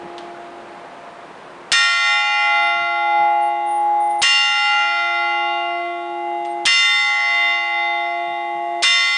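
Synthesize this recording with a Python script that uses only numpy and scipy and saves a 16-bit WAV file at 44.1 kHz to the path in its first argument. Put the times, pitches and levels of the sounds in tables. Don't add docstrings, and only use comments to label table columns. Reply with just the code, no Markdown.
import sys
import numpy as np
from scipy import signal
from scipy.fft import rfft, irfft, next_fast_len
from scipy.io import wavfile
from scipy.ndimage import uniform_filter1d, minimum_filter1d

SR = 44100
rng = np.random.default_rng(int(sys.argv[2]) if len(sys.argv) > 2 else 0)


def dump_mix(stems):
    frames = np.atleast_2d(stems).T
    limited = np.clip(frames, -1, 1)
    pcm = np.round(limited * 32767).astype(np.int16)
    wavfile.write(sys.argv[1], SR, pcm)


N = 404397
T = np.arange(N) / SR

# start in seconds, force in dB,
# then extra dB on each of the nine partials that change most from blow to blow.
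STRIKES = [(-5, -3, 0, 4, 0, 0, 0, 0, 0, 0, 0), (1.718, 0, 1.5, 5.7, 5, 1, 0, -1, 3, -1, -1),
           (4.218, 0, 2, 2.5, 4.5, -2, 1, -1.5, 1, 3, -3), (6.654, 0, -2.5, -4, -5, 4, 4, 2, -1, -1, 3),
           (8.824, 0, -2, -6, -5, -3, -8, 2, -4, -1, 1)]


def bell(rise_s=.012, delay_s=.007, waver_db=1.8, main_waver_db=.8, room_share=.4, room_s=.12, gain_db=-2):
    # pitch in Hz, relative level in dB,
    # t60 in seconds, beat in Hz, relative size of the twin.
    modes = [(347.6, -27.5, 45, .355, .47), (691.9, -9, 10.4, 1.29, .42), (830.1, 2, 6.3, 1.285, .44),
             (1102.7, .7, 3.5, .632, .34), (1388.6, 7.9, 2.6, .968, .28), (1852.9, 10, 1.9, 3.3, .25),
             (1929.4, 3.5, 2.5, .806, .38), (2054.6, 11, 3.45, 1.872, .16), (2422.2, 2.9, 2.15, 1.174, .32),
             (2687.9, -9, 2.1, 7.03, .15), (2723.4, -15, 3.2, 3.07, .15), (2799.3, 11.2, 2.35, 1.509, .22),
             (2877.7, -10, 2.3, 4.96, .15), (3102.5, -2, 2.3, 3.68, .25), (3209.4, -1, 2.3, 1.71, .25),
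             (3511.3, -1.5, 2.3, 1.82, .3), (3601.8, 7.8, 2.3, 2.092, .47), (3802.0, -6, 2.7, 5.95, .15),
             (4137.1, -7.5, 1.4, 6.79, .15), (4177.3, -9.5, 2.1, 2.46, .15), (4247.4, -2.5, 1.4, 3.08, .15),
             (4440.6, 6, 1.75, 3.4, .4), (4946.3, -14.5, 2.1, 3.85, .15), (5300.4, 6.3, 1.65, 3.62, .3),
             (5913.9, -15, 2.1, 1.12, .15), (6178.2, .5, 1.52, 3.75, .3), (6945.8, -21, 2, 3.46, .3),
             (7062.2, -4.5, 1.48, 5.88, .2), (7945.0, -9, 1.35, 2.2, .2), (8388.4, -14, 1.5, 2.7, .45),
             (8823, -18, 1.2, 3, .3), (9701, -21, 1.2, 4, .3)]
    touched = [0, 2, 4, 5, 6, 7, 8, 11, 16]
    main = [0, 1, 2, 3, 4, 5, 6, 7, 8, 11, 16, 21]
    # time of a beat trough in seconds, echo shift in Hz, relative size of the echo,
    # time of a cancellation in seconds, build-up in seconds.
    sways = [(1.347, -.085, .7, 1.753, .02), (.72, -.396, .6, 1.828, .05), (.452, -.272, .57, 2.31, .18),
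             (.083, -.443, .34, .046, .015), (.327, .425, .65, 1.7, .02), (.1, .052, .6, 6.762, .01),
             (.665, .221, .5, 1.895, .02), (.174, .42, .52, 1.41, .01), (.355, .346, .68, 1.198, .015),
             (.575, -.99, .41, 1.004, .015), (.022, -.81, .28, 1.056, .02), (.097, -.429, .41, 1.985, .03)]
    starts, force_db, *touch_db = np.transpose(STRIKES)
    slow = np.arange(0, T[-1] + .01, .002)
    blow, slow_blow = (np.maximum(np.searchsorted(starts, t) - 1, 0) for t in (T, slow))
    age, slow_age = T - starts[blow], slow - starts[slow_blow]
    out = np.zeros(N)
    for k, (hz, db, t60, beat_hz, twin) in enumerate(modes):
        level_db = gain_db + db + force_db[slow_blow] - 60 * slow_age / t60
        if k in touched:
            level_db += touch_db[touched.index(k)][slow_blow]
        if k in main:
            trough_s, shift_hz, echo_size, cancel_s, build_s = sways[main.index(k)]
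            beat = twin * turn(beat_hz * (slow - trough_s))
            echo = echo_size * turn(shift_hz * (slow - cancel_s))
            build = 1 - np.exp(-slow_age / build_s)
            sway = abs(1 - beat - echo) * build * amp(main_waver_db * wander(slow, rate=9))
        else:
            beat = twin * turn(beat_hz * slow_age + rng.random(len(starts))[slow_blow])
            sway = abs(1 - beat) * amp(waver_db * wander(slow, rate=9))
        envelope = np.interp(T, slow, amp(level_db) * sway)
        out += envelope * np.sin(2 * np.pi * (hz * age + rng.random(len(starts))[blow]))
    onset = 1 - np.exp(-(np.maximum(age - delay_s, 0) / rise_s) ** 2)
    fill = 1 - room_share * np.exp(-age / room_s)
    return out * onset * fill


def hammer(crack_db=-10.5, crack_s=.0007, clank_db=-14.5, clank_s=.03,
           early_db=-3, early_s=.07, clang_db=-6.7, delay_s=.011):
    # frequency in Hz, relative noise density in dB.
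    clank_spectrum = [(40, -47), (150, -31), (750, -14), (1900, -13), (3200, 0), (3900, -11), (4800, -8),
                      (6100, -19), (8500, -20), (10000, -29), (13000, -50)]
    # frequency in Hz, relative noise density in dB.
    belfry_spectrum = [(40, -40), (150, -28), (400, -15), (1000, -7.5), (1600, -2), (2300, -4), (2800, 3),
                       (3400, -4.5), (4600, -8.5), (5300, -4), (5800, -13), (6300, -9), (7000, -15),
                       (8500, -17), (10000, -29), (13000, -50)]
    # frequency in Hz, t60 in seconds.
    belfry_t60 = [(100, .4), (600, .7), (2500, 1.6), (5000, 1.75), (10000, 1.05)]
    crack_spectrum = [(100, -28), (1000, -6), (3200, 0), (5500, -7), (10000, -22), (13000, -40)]
    t, out = np.arange(3 * SR // 2) / SR, np.zeros(N)
    early_shape = (1 - np.exp(-t / .003)) * np.exp(-t / early_s)
    for start, force_db, *_ in STRIKES[1:]:
        crack = amp(crack_db) * np.exp(-t / crack_s) * noise(crack_spectrum, len(t))
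        clank = amp(clank_db) * np.exp(-t / clank_s) * noise(clank_spectrum, len(t))
        early = amp(early_db) * early_shape * noise(belfry_spectrum, len(t))
        hz, age, bands = signal.stft(noise(belfry_spectrum, len(t)), SR, nperseg=512)
        decay = amp(clang_db - 60 * age / read(belfry_t60, hz)[:, None])
        tail = signal.istft(bands * decay, SR, nperseg=512)[1][:len(t)]
        add(out, start, amp(force_db) * (crack + clank))
        add(out, start + delay_s, amp(force_db) * (early + tail))
    return out


def shimmer(db=-17, low_hz=3300, high_hz=9900, tilt_db=-7.5, spread_db=3.5,
            t60_low=1.6, t60_high=1.25, count=36):
    t, out = np.arange(2 * SR) / SR, np.zeros(N)
    height = ((np.arange(count) + rng.random(count)) / count)[:, None]
    hz = low_hz * (high_hz / low_hz) ** height
    t60 = t60_low + (t60_high - t60_low) * height
    rings = amp(db + tilt_db * height - 60 * t / t60) * np.sin(2 * np.pi * hz * t)
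    for start, force_db, *_ in STRIKES[1:]:
        sizes = amp(force_db + spread_db * rng.standard_normal(count)) * rng.choice([-1, 1], count)
        add(out, start, sizes @ rings * (1 - np.exp(-t / .012)))
    return out


def haze(ring, db=-19, low_hz=750):
    highpass = signal.butter(2, low_hz, "high", fs=SR, output="sos")
    flutter = noise([(0, 0), (60, -1), (200, -4), (500, -11), (1500, -22), (5000, -45)], N)
    return amp(db) * signal.sosfilt(highpass, signal.sosfilt(highpass, ring) * flutter)


def handling(knock_s=.018):
    # start in seconds, level in dB.
    knocks = [(.03, -49), (2.61, -45), (2.745, -41), (2.8, -37), (2.89, -46), (3.185, -36), (8.275, -43),
              (8.54, -47)]
    spectrum = [(30, -24), (100, -3), (220, 0), (400, -12), (1500, -45)]
    t, out = np.arange(SR // 2) / SR, np.zeros(N)
    push = t / knock_s * np.exp(1 - t / knock_s)
    for start, db in knocks:
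        add(out, start, amp(db) * push * noise(spectrum, len(t)))
    return out


def linkage(tick_s=.003, echo_db=-14, echo_s=.06):
    # start in seconds, level in dB.
    ticks = [(.181, -35), (.187, -38), (4.11, -44), (6.45, -34), (6.457, -37)]
    spectrum = [(800, -20), (2300, -2), (3400, 0), (5000, -9), (10000, -24)]
    t, out = np.arange(SR // 2) / SR, np.zeros(N)
    snap = np.exp(-t / tick_s) + amp(echo_db) * np.exp(-t / echo_s)
    for start, db in ticks:
        add(out, start, amp(db) * snap * noise(spectrum, len(t)))
    return out


def squeaks(roughness=.5, jitter_hz=30, echo_s=.035):
    # start in seconds, length in seconds, pitch in Hz, level in dB.
    tones = [(2.55, .15, 9500, -41), (3.41, .05, 9620, -44), (3.66, .11, 9560, -37), (4.0, .14, 9510, -41),
             (4.18, .025, 9540, -39), (6.45, .07, 8680, -51)]
    t, out = np.arange(SR // 2) / SR, np.zeros(N)
    for start, length, hz, db in tones:
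        shape = (1 - np.exp(-t / .005)) * np.exp(-np.maximum(t - length, 0) / echo_s)
        cycles = np.cumsum(hz + jitter_hz * wander(t, rate=150)) / SR
        flicker = 1 + roughness * wander(t, rate=90)
        add(out, start, amp(db) * shape * flicker * np.sin(2 * np.pi * cycles))
    return out


def outdoors(db=-41.5, swell_db=.6):
    # frequency in Hz, relative noise density in dB.
    wash = [(20, -30), (50, -16), (90, -19), (170, -6), (300, -3), (550, 0), (950, .3), (1600, -6),
            (2600, -13), (4000, -20.5), (5700, -30), (10000, -42)]
    return amp(db + swell_db * wander(T, rate=4)) * noise(wash, N)


def amp(db):
    return 10 ** (np.asarray(db) / 20)


def turn(cycles):
    return np.exp(2j * np.pi * cycles)


def read(points, hz):
    table_hz, value = np.transpose(points)
    return np.interp(np.log(hz + 1), np.log(table_hz + 1), value)


def add(mix, start, sound):
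    part = mix[max(round(start * SR), 0):][:len(sound)]
    part += sound[:len(part)]


def noise(spectrum, size):
    n = next_fast_len(size)
    gains = amp(read(spectrum, np.fft.rfftfreq(n, 1 / SR)))
    shaped = irfft(rfft(rng.standard_normal(n)) * gains, n)[:size]
    return shaped / np.sqrt(np.mean(shaped ** 2) + 1e-20)


def wander(t, rate):
    knots = np.arange(t[0], t[-1] + 2 / rate, 1 / rate)
    return np.interp(t, knots, rng.standard_normal(len(knots)))


def scene():
    ring = bell()
    strokes = ring + haze(ring) + shimmer() + hammer()
    return (strokes + handling() + linkage() + squeaks() + outdoors())[None]


def record(dry, limit_db=-16.2, hold_s=.18, recover_s=1.25, ceiling=.75,
           hiss_db=-61.3, makeup_db=3.5, edge_hz=10050):
    power_db = 10 * np.log10(abs(uniform_filter1d(dry[0] ** 2, size=200)) + 1e-12)
    over_db = np.maximum(power_db - limit_db, 0)
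    hold = 2 * int(hold_s * SR / 2) + 1
    held_db = -minimum_filter1d(-over_db, hold, origin=hold // 2)
    relax = np.exp(-T / recover_s)
    duck_db = uniform_filter1d(np.maximum.accumulate(held_db / relax) * relax, size=60)
    ducked = dry[0] * amp(makeup_db - duck_db)
    rounded = ducked / (1 + (ducked / ceiling) ** 8) ** (1 / 8)
    hiss = amp(hiss_db) * noise([(20, -9), (300, -7), (2000, 0), (5000, 1), (10000, -1), (13000, -20)], N)
    lowpass = signal.firwin(511, edge_hz, window=("kaiser", 9), fs=SR)
    return signal.oaconvolve(rounded + hiss, lowpass, "same")[None]


dry = scene()
out = record(dry)
dump_mix(out)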